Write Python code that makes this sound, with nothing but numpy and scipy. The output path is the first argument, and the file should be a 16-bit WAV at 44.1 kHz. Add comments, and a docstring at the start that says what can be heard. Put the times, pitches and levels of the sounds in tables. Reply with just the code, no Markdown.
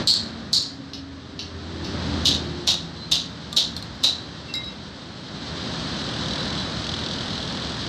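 """A small hard-walled workshop: close to the microphone steel is struck in a steady beat, two blows, three light
taps, five more blows, each a dispersed crack through resonances that rings in the room. Outside a motor drones
past as wavering sines. From 3.5 s clutch plates tick and clink on a hub's splines, as pulses and damped modes.
Then a second vehicle draws near: filtered noise makes its rumble, hiss and ticking, and thin tones squeal.
A limiter ducks the peaks."""
import sys
import numpy as np
from scipy import signal
from scipy.fft import rfft, irfft, next_fast_len
from scipy.io import wavfile
from scipy.ndimage import uniform_filter1d, minimum_filter1d

SR = 44100
rng = np.random.default_rng(int(sys.argv[2]) if len(sys.argv) > 2 else 0)


def wav_record(signal):
    """Record a signal, one row per channel, as 16-bit PCM in the file named by sys.argv[1]."""
    frames = np.transpose(np.atleast_2d(signal))
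    bounded = np.clip(frames, -1, 1)
    # unit amplitude maps onto the largest positive 16-bit level
    quanta = np.round(bounded * 32767).astype(np.int16)
    wavfile.write(sys.argv[1], SR, quanta)


N = 347508
TIME = np.arange(N) / SR


def hammer(graze_s=0.0049, graze_contact_s=0.0052, rebound_contact_s=0.00086, rebound_within_s=.2):
    """Each blow grazes, lands and may rebound; the pressed steel rings briefly, at pitches set by how it sits."""
    # hammer blows on steel: t/s, strength/dB, body f/Hz, body width/Hz, room t60/s, body over the crack/dB,
    #   low knock over the crack/dB, thin ring f/Hz, thin ring level/dB, upper resonance f/Hz,
    #   upper resonance over the crack/dB, gain in the hollow above the body/dB, graze before landing/dB
    blow_rows = [(0.0744, 4.5, 4290, 498.8, 0.3654, 21, -11.5, 4345, -24, 7517, 8, -7.5, -22.5),
                 (0.5319, 0.8849, 4525, 651.3, 0.36766, 17.5, -28.5, 3978, -19.5, 6719, 2, -3, -15),
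                 (2.2560, 9, 3767, 648, 0.3166, 11.5, -9.5, 3824, -30, 6160, -5.5, 0, -8.5),
                 (2.676, 6, 3737, 450, 0.30975, 11, 8, 3975, -22.5, 5657, -2.5, 0, -6),
                 (3.1190, 4.5, 3716, 652.5, 0.3353, 10, 3, 3975, -26.5, 6242, -4.5, 1.5, -2.5),
                 (3.569, 4.5, 3852, 550.3, 0.31415, 13.5, 4.5, 3716, -23.5, 5349, -1.5, -1, -3),
                 (4.038, 4, 3850, 260.3, 0.3233, 16.5, 10.5, 3985, -16, 5535, -0.5, -2.5, -10)]
    # the struck steel jumps and knocks again: t/s, level relative to its blow/dB
    rebound_rows = [(.1030, -5), (0.111, -4), (.1390, -3), (0.5738, -6.5), (.6260, -10.5), (2.2720, 0),
                    (2.2890, -3), (2.3490, -11.5), (2.7180, -5), (2.7420, -5), (3.1220, 1.5), (3.5750, 2),
                    (3.5830, 1.5), (4.0440, -1.5)]
    # crack of steel on steel: multiple of the body pitch, level/dB
    crack_colour = [(.05, -29), (0.149, -13.5), (.4, -20), (.62, -13), (.77, 0), (1.02, 1.5), (1.3, 0),
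                    (1.75, -5), (2.15, -11.5), (2.5, -15.5), (2.9, -18.5), (3.6, -20)]
    # shared by all blows: the low knock, the hollow between body and upper resonance, the thin ring
    knock_hz, knock_width_hz = 628, 1012.3
    hollow_hz, hollow_width_hz, upper_width_hz = 5537.2, 1893, 536
    ring_t60_s, ring_build_s = 0.4054, 0.003465
    lead_s = .002   # the crack peaks just after it starts

    out, t = np.zeros(N), TIME[:SR // 2]
    for (s, db, body_hz, body_width_hz, t60, body_db, knock_db, ring_hz, ring_db,
         upper_hz, upper_db, hollow_db, graze_db) in blow_rows:
        crack = disperse(snap([(k * body_hz, level) for k, level in crack_colour]), spread_s=.004)
        modes = [(body_hz, body_width_hz, body_db),
                 (upper_hz, upper_width_hz, upper_db),
                 (knock_hz, knock_width_hz, knock_db)]
        body = sum(from_db(gain_db) * resonate(crack, hz, width) for hz, width, gain_db in modes)
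        blow = from_db(db) * (crack + body)
        blow = blow + (from_db(hollow_db) - 1) * resonate(blow, hollow_hz, hollow_width_hz)
        add(out, s - lead_s, workshop(blow, echo_db=-2, tail_db=9, t60=t60, build_s=0.002077))
        add(out, s - lead_s - graze_s, from_db(graze_db) * chatter(blow, graze_contact_s))
        for again_s, again_db in rebound_rows:
            if s < again_s < s + rebound_within_s:
                add(out, again_s - lead_s, from_db(again_db) * chatter(blow, rebound_contact_s))
        thin_ring = from_db(ring_db) * twin_mode(t, ring_hz, ring_t60_s, split_hz=44.4, twin_db=-5.5)
        ring = thin_ring + steel_ring(t, body_hz)
        add(out, s, ring * (1 - np.exp(-t / ring_build_s)))
    return out


def steel_ring(t, body_hz, t60=0.361, favour_octaves=0.253, scatter_db=2.5):
    """The narrow modes that one blow sets ringing, each with its own strength; they beat against each other."""
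    # narrow modes of the struck steel, loudest near the body pitch: f/Hz, level/dB
    steel_modes = [(3297, -32.5), (3562, -32), (3716, -26.5), (4187, -29.5), (4317, -24), (4375, -34),
                   (4525, -29), (4797, -29), (5296, -28.5), (5464, -25.5), (6350, -32.5), (6702, -32.5)]
    out = np.zeros(len(t))
    for hz, db in steel_modes:
        strength = from_db(db + scatter_db * rng.standard_normal())
        level = favoured(hz, body_hz, favour_octaves) * strength
        out += level * np.sin(2 * np.pi * (hz * t + rng.random()))
    return out * 1000. ** (-t / t60)


def setting_taps():
    """Light taps in the same beat: a duller spray of small impacts, ringing in the room."""
    # taps: t/s, strength/dB, energy decay time of the contact/s, room t60/s
    tap_rows = [(0.934, -8.5, 0.001343, 0.2658), (1.392, -6.5, 0.001277, 0.2707),
                (1.845, -8.5, 0.00691, 0.4064)]
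    # colour of a tap, duller than a blow: f/Hz, level/dB
    tap_colour = [(300, -33), (1900, -10.5), (2650, 7.5), (3300, 3), (4050, 8.5), (4800, 8), (5600, 9),
                  (6800, -11.5), (10000, -28), (14000, -28)]
    out = np.zeros(N)
    for s, db, contact_s, t60 in tap_rows:
        tap = from_db(db) * chatter(snap(tap_colour), contact_s)
        add(out, s, workshop(tap, echo_db=-6.5, tail_db=4.5, t60=t60, build_s=0.002753))
    return out


def plates(ping_db=13, ping_width_hz=330, damped_t60=0.0507, buzz=0.2477):
    """A touch ticks and rings favoured modes; they buzz on the splines until finger or hub damps them."""
    # a plate's teeth touching the hub: t/s, tick level/dB, ring level/dB, pitch the contact favours f/Hz,
    #   spread around it/octaves, free to ring for/s
    touch_rows = [(3.5275, -0.5, -37.5, 3609, 0.0517, 0.01233),
                  (3.7648, -0.5, -25.5, 4210, 0.04004, 0.01371), (3.777, -9.5, -29, 3604, 0.03944, 0.0121),
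                  (3.8245, -8, -28.5, 4260, 0.04025, 0.0119), (4.4850, -27.5, -29, 2703, 0.1696, 0.0429),
                  (4.4920, -29.5, -35.5, 5100, 0.112, 0.01207),
                  (4.5385, -3.5, -18.5, 4650, 0.2785, 0.04565), (4.5470, -24, -30.5, 2109, 0.193, 0.0847),
                  (4.5535, -5, -27, 4988, 0.1541, 0.0319), (4.6340, -27.5, -33, 3875, 0.0786, 0.056),
                  (4.643, -18.5, -30.5, 5098, .15, 0.0648), (4.675, -30, -39, 2457, 0.208, 0.089)]
    # modes of a steel plate: f/Hz, level/dB, t60/s
    plate_modes = [(2107.9, -3.5, 2.116), (2712.2, -8, 0.64), (3598, -5.5, 0.058), (3875, 3, 0.3574),
                   (4243.9, -5, 0.06194), (4601.7, -9, 0.0592), (5103, -11.5, 0.4107), (7531, -8, 0.2514)]
    # tick of a held plate: f/Hz, level/dB
    tick_colour = [(300, -22.5), (1400, -6.5), (2400, -17), (3500, -0.5), (4300, -1), (5500, -2.5),
                   (6600, -9.5), (7600, -7), (9000, -14.5), (14000, -19)]
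    out, t = np.zeros(N), TIME[:SR // 2]
    tick = disperse(snap(tick_colour), spread_s=.002)
    for s, tick_db, ring_db, favoured_hz, spread_octaves, free_s in touch_rows:
        ping = from_db(ping_db) * resonate(tick, favoured_hz, ping_width_hz)
        add(out, s, from_db(tick_db) * chatter(tick, contact_s=0.002011))
        add(out, s, from_db(tick_db) * ping)
        damping = 1000. ** (-np.maximum(t - free_s, 0) / damped_t60)
        onset = 1 - np.exp(-t / 0.00108)
        envelope = damping * onset * (1 + buzz * drift(207, size=len(t)))
        for hz, db, t60 in plate_modes:
            level = favoured(hz, favoured_hz, spread_octaves) * from_db(ring_db + db)
            add(out, s, level * twin_mode(t, hz, t60, split_hz=12.574, twin_db=-14.5) * envelope)
    return workshop(out, echo_db=-16, tail_db=-9, t60=.18)[:N]


def squeals():
    """Rubbing metal squeals thinly: short wavering tones that start and stop abruptly."""
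    # squeals: middle t/s, half length to 1/e of the level/s, f/Hz, level/dB
    squeal_rows = [(3.025, 0.04744, 4092, -42.5), (3.095, 0.02748, 4021, -45.5), (3.54, 0.02195, 1180, -42),
                   (6.02, 0.0382, 3955, -41.5), (6.215, 0.01524, 3950, -38), (6.325, .025, 3970, -37),
                   (6.408, 0.02133, 3965, -36.5), (6.485, 0.04, 3965, -37), (6.605, 0.02703, 3963, -35.5),
                   (6.67, 0.02956, 3956, -37.5)]
    return swells(squeal_rows, unsteady=0.005, rough_db=2.5, order=4)


def motor(unsteady=0.008147, rough_db=2.0):
    """An uneven exhaust note with its orders swells and drops in pitch as it passes; drones waver above it."""
    # orders of the passing motor: multiple of the note, level/dB
    order_rows = [(1, -5), (1.5, -14.5), (2, -18), (3, -14), (3.5, -9.5)]
    # droning tones that swell and fade: middle t/s, half length to 1/e of the level/s, f/Hz, level/dB
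    drone_rows = [(0.2619, 0.2696, 224, -38.5), (0.9475, 0.32148, 273.3, -39.5), (1.95, 0.33054, 294, -38),
                  (1.852, 0.24743, 333, -42.5), (1.833, 0.9372, 394.5, -50), (2.4258, 0.41896, 351, -40),
                  (2.95, 0.7675, 163.9, -42)]
    nearest_s, pass_s, level_db = 2.13, 0.16692, -26.5
    centre_hz, doppler_hz, doppler_s = 82.443, 2.9, 0.50286   # note when nearest, Doppler swing either side
    note_hz = centre_hz - doppler_hz * np.tanh((TIME - nearest_s) / doppler_s)
    phase = 2 * np.pi * np.cumsum(note_hz * (1 + unsteady * drift(24.73))) / SR
    orders = sum(from_db(level_db + db + rough_db * drift(16)) * np.sin(k * phase) for k, db in order_rows)
    passing = np.sqrt(2 * nearness(nearest_s, pass_s)) * orders
    return passing + swells(drone_rows, unsteady=0.008561, rough_db=2.5)


def valves(t60=0.04127, rise_s=0.000825, first_s=5.2131, ticks_per_s=41.1):
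    """One burst of bright clatter each engine turn, some stronger than others."""
    # level of the nearer engine's ticking: t/s, level/dB
    level_curve = [(5.2, -59), (6.05, -28), (6.3, -27), (6.56, -25), (6.72, -35), (6.88, -25.5), (7.3, -27),
                   (7.88, -29.5)]
    # its sharpest ticks, in place of the regular ones beside them: t/s, level/dB
    sharp_ticks = [(6.2837, -25), (6.3337, -22), (6.3569, -22.5), (6.4545, -24.5), (6.5269, -26),
                   (6.8425, -26), (6.8669, -20.5), (6.8914, -21.5), (6.9391, -22), (7.0123, -26.5),
                   (7.0371, -26), (7.0621, -23), (7.1595, -27.5), (7.2593, -25)]
    # colour of one tick: f/Hz, relative level per Hz/dB
    clatter_colour = [(1300, -15.5), (2500, -17.5), (2950, 0.5), (3400, 4.5), (3900, 3.5), (4900, -3.5),
                      (6300, -11.5), (7200, -20), (8000, -16.5), (9200, -30), (15000, -57)]
    beats = np.arange(first_s, TIME[-1], 1 / ticks_per_s)
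    uneven_db = 1.5821 * rng.uniform(-1.037, 1, len(beats))
    beat_db = np.interp(beats, *np.transpose(level_curve)) + uneven_db
    to_sharp_s = np.abs(beats[:, None] - np.array(sharp_ticks)[:, 0]).min(axis=1)
    ordinary = to_sharp_s > .5 / ticks_per_s
    power, t = np.zeros(N), TIME[:SR // 10]
    burst = 1000. ** (-t / t60) * (1 - np.exp(-(t / rise_s) ** 2))
    for s, db in [*zip(beats[ordinary], beat_db[ordinary]), *sharp_ticks]:
        add(power, s - rise_s, (from_db(db) * burst) ** 2)
    return np.sqrt(power) * noise(clatter_colour)


def street(flutter_db=.9):
    """Rumble, road noise and a slightly fluttering hiss swell together as vehicles go past, draw up or rev."""
    # far traffic, always there: road level/dB, rumble over it/dB, hiss over it/dB
    far = (-56.5, 2.98, -5.5)
    # swells of traffic noise, as vehicles go past or rev: loudest at t/s, time scale of the swell/s,
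    #   road level/dB, rumble over it/dB, hiss over it/dB
    swell_rows = [(.16, 0.49075, -42.5, 6.5, -1.4638), (2.16, 0.34446, -36, 7, 0.2445),
                  (4.1, 2.4492, -44.5, 6, 1), (6.4, 0.2684, -39, 2, -4)]
    # the second vehicle draws up and stays: half its power at t/s, rise time/s, road level/dB,
    #   rumble over it/dB, hiss over it/dB
    arrival = (5.5, 0.0906, -37, 5, 2)
    # the street noise is briefly louder at first: half its power at t/s, fade time/s, road level/dB,
    #   rumble over it/dB, hiss over it/dB
    surge = (0.026, 0.0081, -32.5, 8.5, -0.5)
    # colours of the street: f/Hz, relative level per Hz/dB
    rumble_colour = [(15, -54), (28, -27), (45, -17.5), (63, -2.5), (97, -1.5), (165, 1), (237, -1),
                     (360, -7), (440, -13), (600, -13.5), (780, -22), (1320, -70.5)]
    road_colour = [(240, -40), (400, -5), (471, -4), (515, 0.5), (554, -2), (1090, -2), (1700, -2.5),
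                   (2250, -9.5), (2800, -10.5), (3640, -85), (6160, -120)]
    hiss_colour = [(1300, -15), (2200, -19.5), (2600, -13), (2880, -3), (3120, 1.5), (3450, 1.5),
                   (4050, 4.5), (4900, -1), (5400, -5.5), (6500, -11.5), (7100, -19), (7900, -15),
                   (9200, -35), (10800, -33), (12000, -54.5), (15000, -57.5)]
    sources = [(np.ones(N), *far),
               (fade_in(*arrival[:2]), *arrival[2:]),
               (1 - fade_in(*surge[:2]), *surge[2:])]
    # squared, for a steeper swell: walls screen passing vehicles further off
    sources += [(nearness(s, swell_s) ** 2, *levels) for s, swell_s, *levels in swell_rows]
    total_power = sum(np.outer(from_db([db, db + rumble_db, db + hiss_db]) ** 2, power)
                      for power, db, rumble_db, hiss_db in sources)
    road, rumble, hiss = np.sqrt(total_power)
    flutter = from_db(flutter_db * drift(40))
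    return rumble * noise(rumble_colour) + road * noise(road_colour) + hiss * flutter * noise(hiss_colour)


def workshop(x, echo_db, tail_db, t60, build_s=0.00513, hold=1.215, grain_db=2.0,
             treble_hz=8500, treble_t60=0.435):
    """Direct sound, a few hard reflections, then a dense tail that builds, holds and dies, treble first."""
    # first reflections from floor, bench and walls: delay t/s, level before echo_db/dB
    echo_rows = [(.0040, -3), (.0140, -2), (.0175, -11), (.0290, -19), (0.038, -5)]
    t = TIME[:SR // 2]
    envelope = (1 - np.exp(-t / build_s)) * 1000. ** (-(t / t60) ** hold)
    tail = rng.standard_normal(len(t)) * envelope
    tail = tail * from_db(grain_db * drift(497.65, size=len(t)))   # reflections arrive in uneven clumps
    high_pass = signal.butter(3, treble_hz, "high", fs=SR, output="sos")
    treble = signal.sosfiltfilt(high_pass, tail)
    lost_treble = treble * (1 - 1000. 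** (-t / treble_t60))
    response = from_db(tail_db) * (tail - lost_treble) / np.linalg.norm(tail)
    response[0] += 1   # direct sound
    for delay, db in echo_rows:
        response[round(delay * SR)] += from_db(db + echo_db)
    return signal.fftconvolve(x, response)


def disperse(x, spread_s):
    """Bending waves in steel: highs arrive first, so a click is drawn out without changing colour."""
    size = 8192
    delay = spread_s * SR * np.exp(-np.fft.rfftfreq(size, 1 / SR) / 6000)   # samples
    return irfft(rfft(x, size) * np.exp(-2j * np.pi * np.cumsum(delay) / size))


def chatter(x, contact_s):
    """A glancing contact is a spray of tiny impacts with the energy of one."""
    spray = rng.standard_normal(SR // 100) * np.exp(-TIME[:SR // 100] / (2 * contact_s))
    return signal.fftconvolve(x, spray / np.linalg.norm(spray))


def twin_mode(t, hz, t60, split_hz, twin_db):
    """A dying mode beats against a weaker, lower twin, because the steel is not quite symmetric."""
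    twin_hz = hz + split_hz * rng.uniform(-1.4918, -0.518)
    twin = from_db(twin_db) * np.sin(2 * np.pi * (twin_hz * t + rng.random()))
    return (np.sin(2 * np.pi * hz * t) + twin) * 1000. ** (-t / t60)


def favoured(hz, centre_hz, octaves):
    """Share of a mode that a contact excites, less the further it lies from the favoured pitch."""
    return 1 / (1 + (np.log2(hz / centre_hz) / octaves) ** 2)


def resonate(x, hz, width_hz):
    """A resonance with gain of about 1 on top."""
    r = np.exp(-np.pi * width_hz / SR)
    zeros = np.array([1, 0, -1]) * (1 - r * r) / 2
    poles = [1, -2 * r * np.cos(2 * np.pi * hz / SR), r * r]
    return signal.lfilter(zeros, poles, x)


def snap(spectrum, size=1024):
    """The shortest causal pulse that has this spectrum (minimum phase, by way of the cepstrum)."""
    cepstrum = irfft(np.log(gains(spectrum, size)))
    cepstrum[1:size // 2] *= 2
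    cepstrum[size // 2 + 1:] = 0
    return irfft(np.exp(rfft(cepstrum)))


def swells(rows, unsteady, rough_db, order=2):
    """Wavering tones, each rising and fading once; a higher order starts and stops more abruptly."""
    out = np.zeros(N)
    for middle, half, hz, db in rows:
        near = np.abs(TIME - middle) < np.pi * half
        t = TIME[near]
        envelope = np.exp(-((t - middle) / half) ** order)
        level = from_db(db + rough_db * drift(24.79, size=len(t))) * envelope
        pitch_hz = hz * (1 + unsteady * drift(40, size=len(t)))
        out[near] += level * np.sin(2 * np.pi * np.cumsum(pitch_hz) / SR)
    return np.sqrt(2) * out


def nearness(loudest_s, scale_s):
    """Share of the top power, as heard from something going past in a straight line."""
    return 1 / (1 + ((TIME - loudest_s) / scale_s) ** 2)


def fade_in(middle_s, rise_s):
    """A smooth step of power from 0 to 1."""
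    return (1 + np.tanh((TIME - middle_s) / (2 * rise_s))) / 2


def noise(spectrum):
    """Coloured noise of rms 1."""
    size = next_fast_len(N)
    coloured = irfft(rfft(rng.standard_normal(size)) * gains(spectrum, size), size)
    return rms_one(coloured[:N])


def gains(spectrum, size):
    """A spectrum as gains on an FFT grid."""
    hz, db = np.transpose(spectrum)
    grid_hz = np.fft.rfftfreq(size, 1 / SR)
    return from_db(np.interp(np.log(grid_hz + 1), np.log(hz), db))


def drift(per_s, size=N):
    """Slow chance: straight lines between random knots of spread 1, per_s of them each second."""
    knots = rng.standard_normal(N // 100)
    return np.interp(TIME[:size] * per_s, np.arange(len(knots)), knots)


def from_db(db):
    """Decibels as an amplitude factor."""
    return 10 ** (np.asarray(db) / 20)


def rms_one(x):
    """Scale to an rms of 1."""
    return x / np.sqrt(np.mean(x ** 2) + 1e-20)


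def add(out, s, sound):
    """Mix a sound in at time s."""
    start = max(round(s * SR), 0)
    out[start:start + len(sound)] += sound[:max(N - start, 0)]


def scene():
    """Steel and plates indoors, with the street outside, on one microphone."""
    close_by = hammer() + setting_taps() + plates() + squeals()
    outdoors = motor() + valves() + street()
    return (close_by + outdoors)[None]


def record(dry, limit_db=-4.6, release_db_per_s=90, cutoff_hz=14300):
    """A limiter ducks just ahead of each peak and soon recovers; the top is cut."""
    over_db = np.maximum(20 * np.log10(np.abs(dry[0]) + 1e-9) - limit_db, 0)
    held_db = np.maximum.accumulate(over_db + release_db_per_s * TIME) - release_db_per_s * TIME
    # the windows, in samples, reach ahead of the peak and smooth the duck
    gain_db = uniform_filter1d(minimum_filter1d(-held_db, size=441), size=221)
    low_pass = signal.ellip(10, .1, 80, cutoff_hz, fs=SR, output="sos")
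    return signal.sosfilt(low_pass, dry * from_db(gain_db))


dry = scene()
out = record(dry)
wav_record(out)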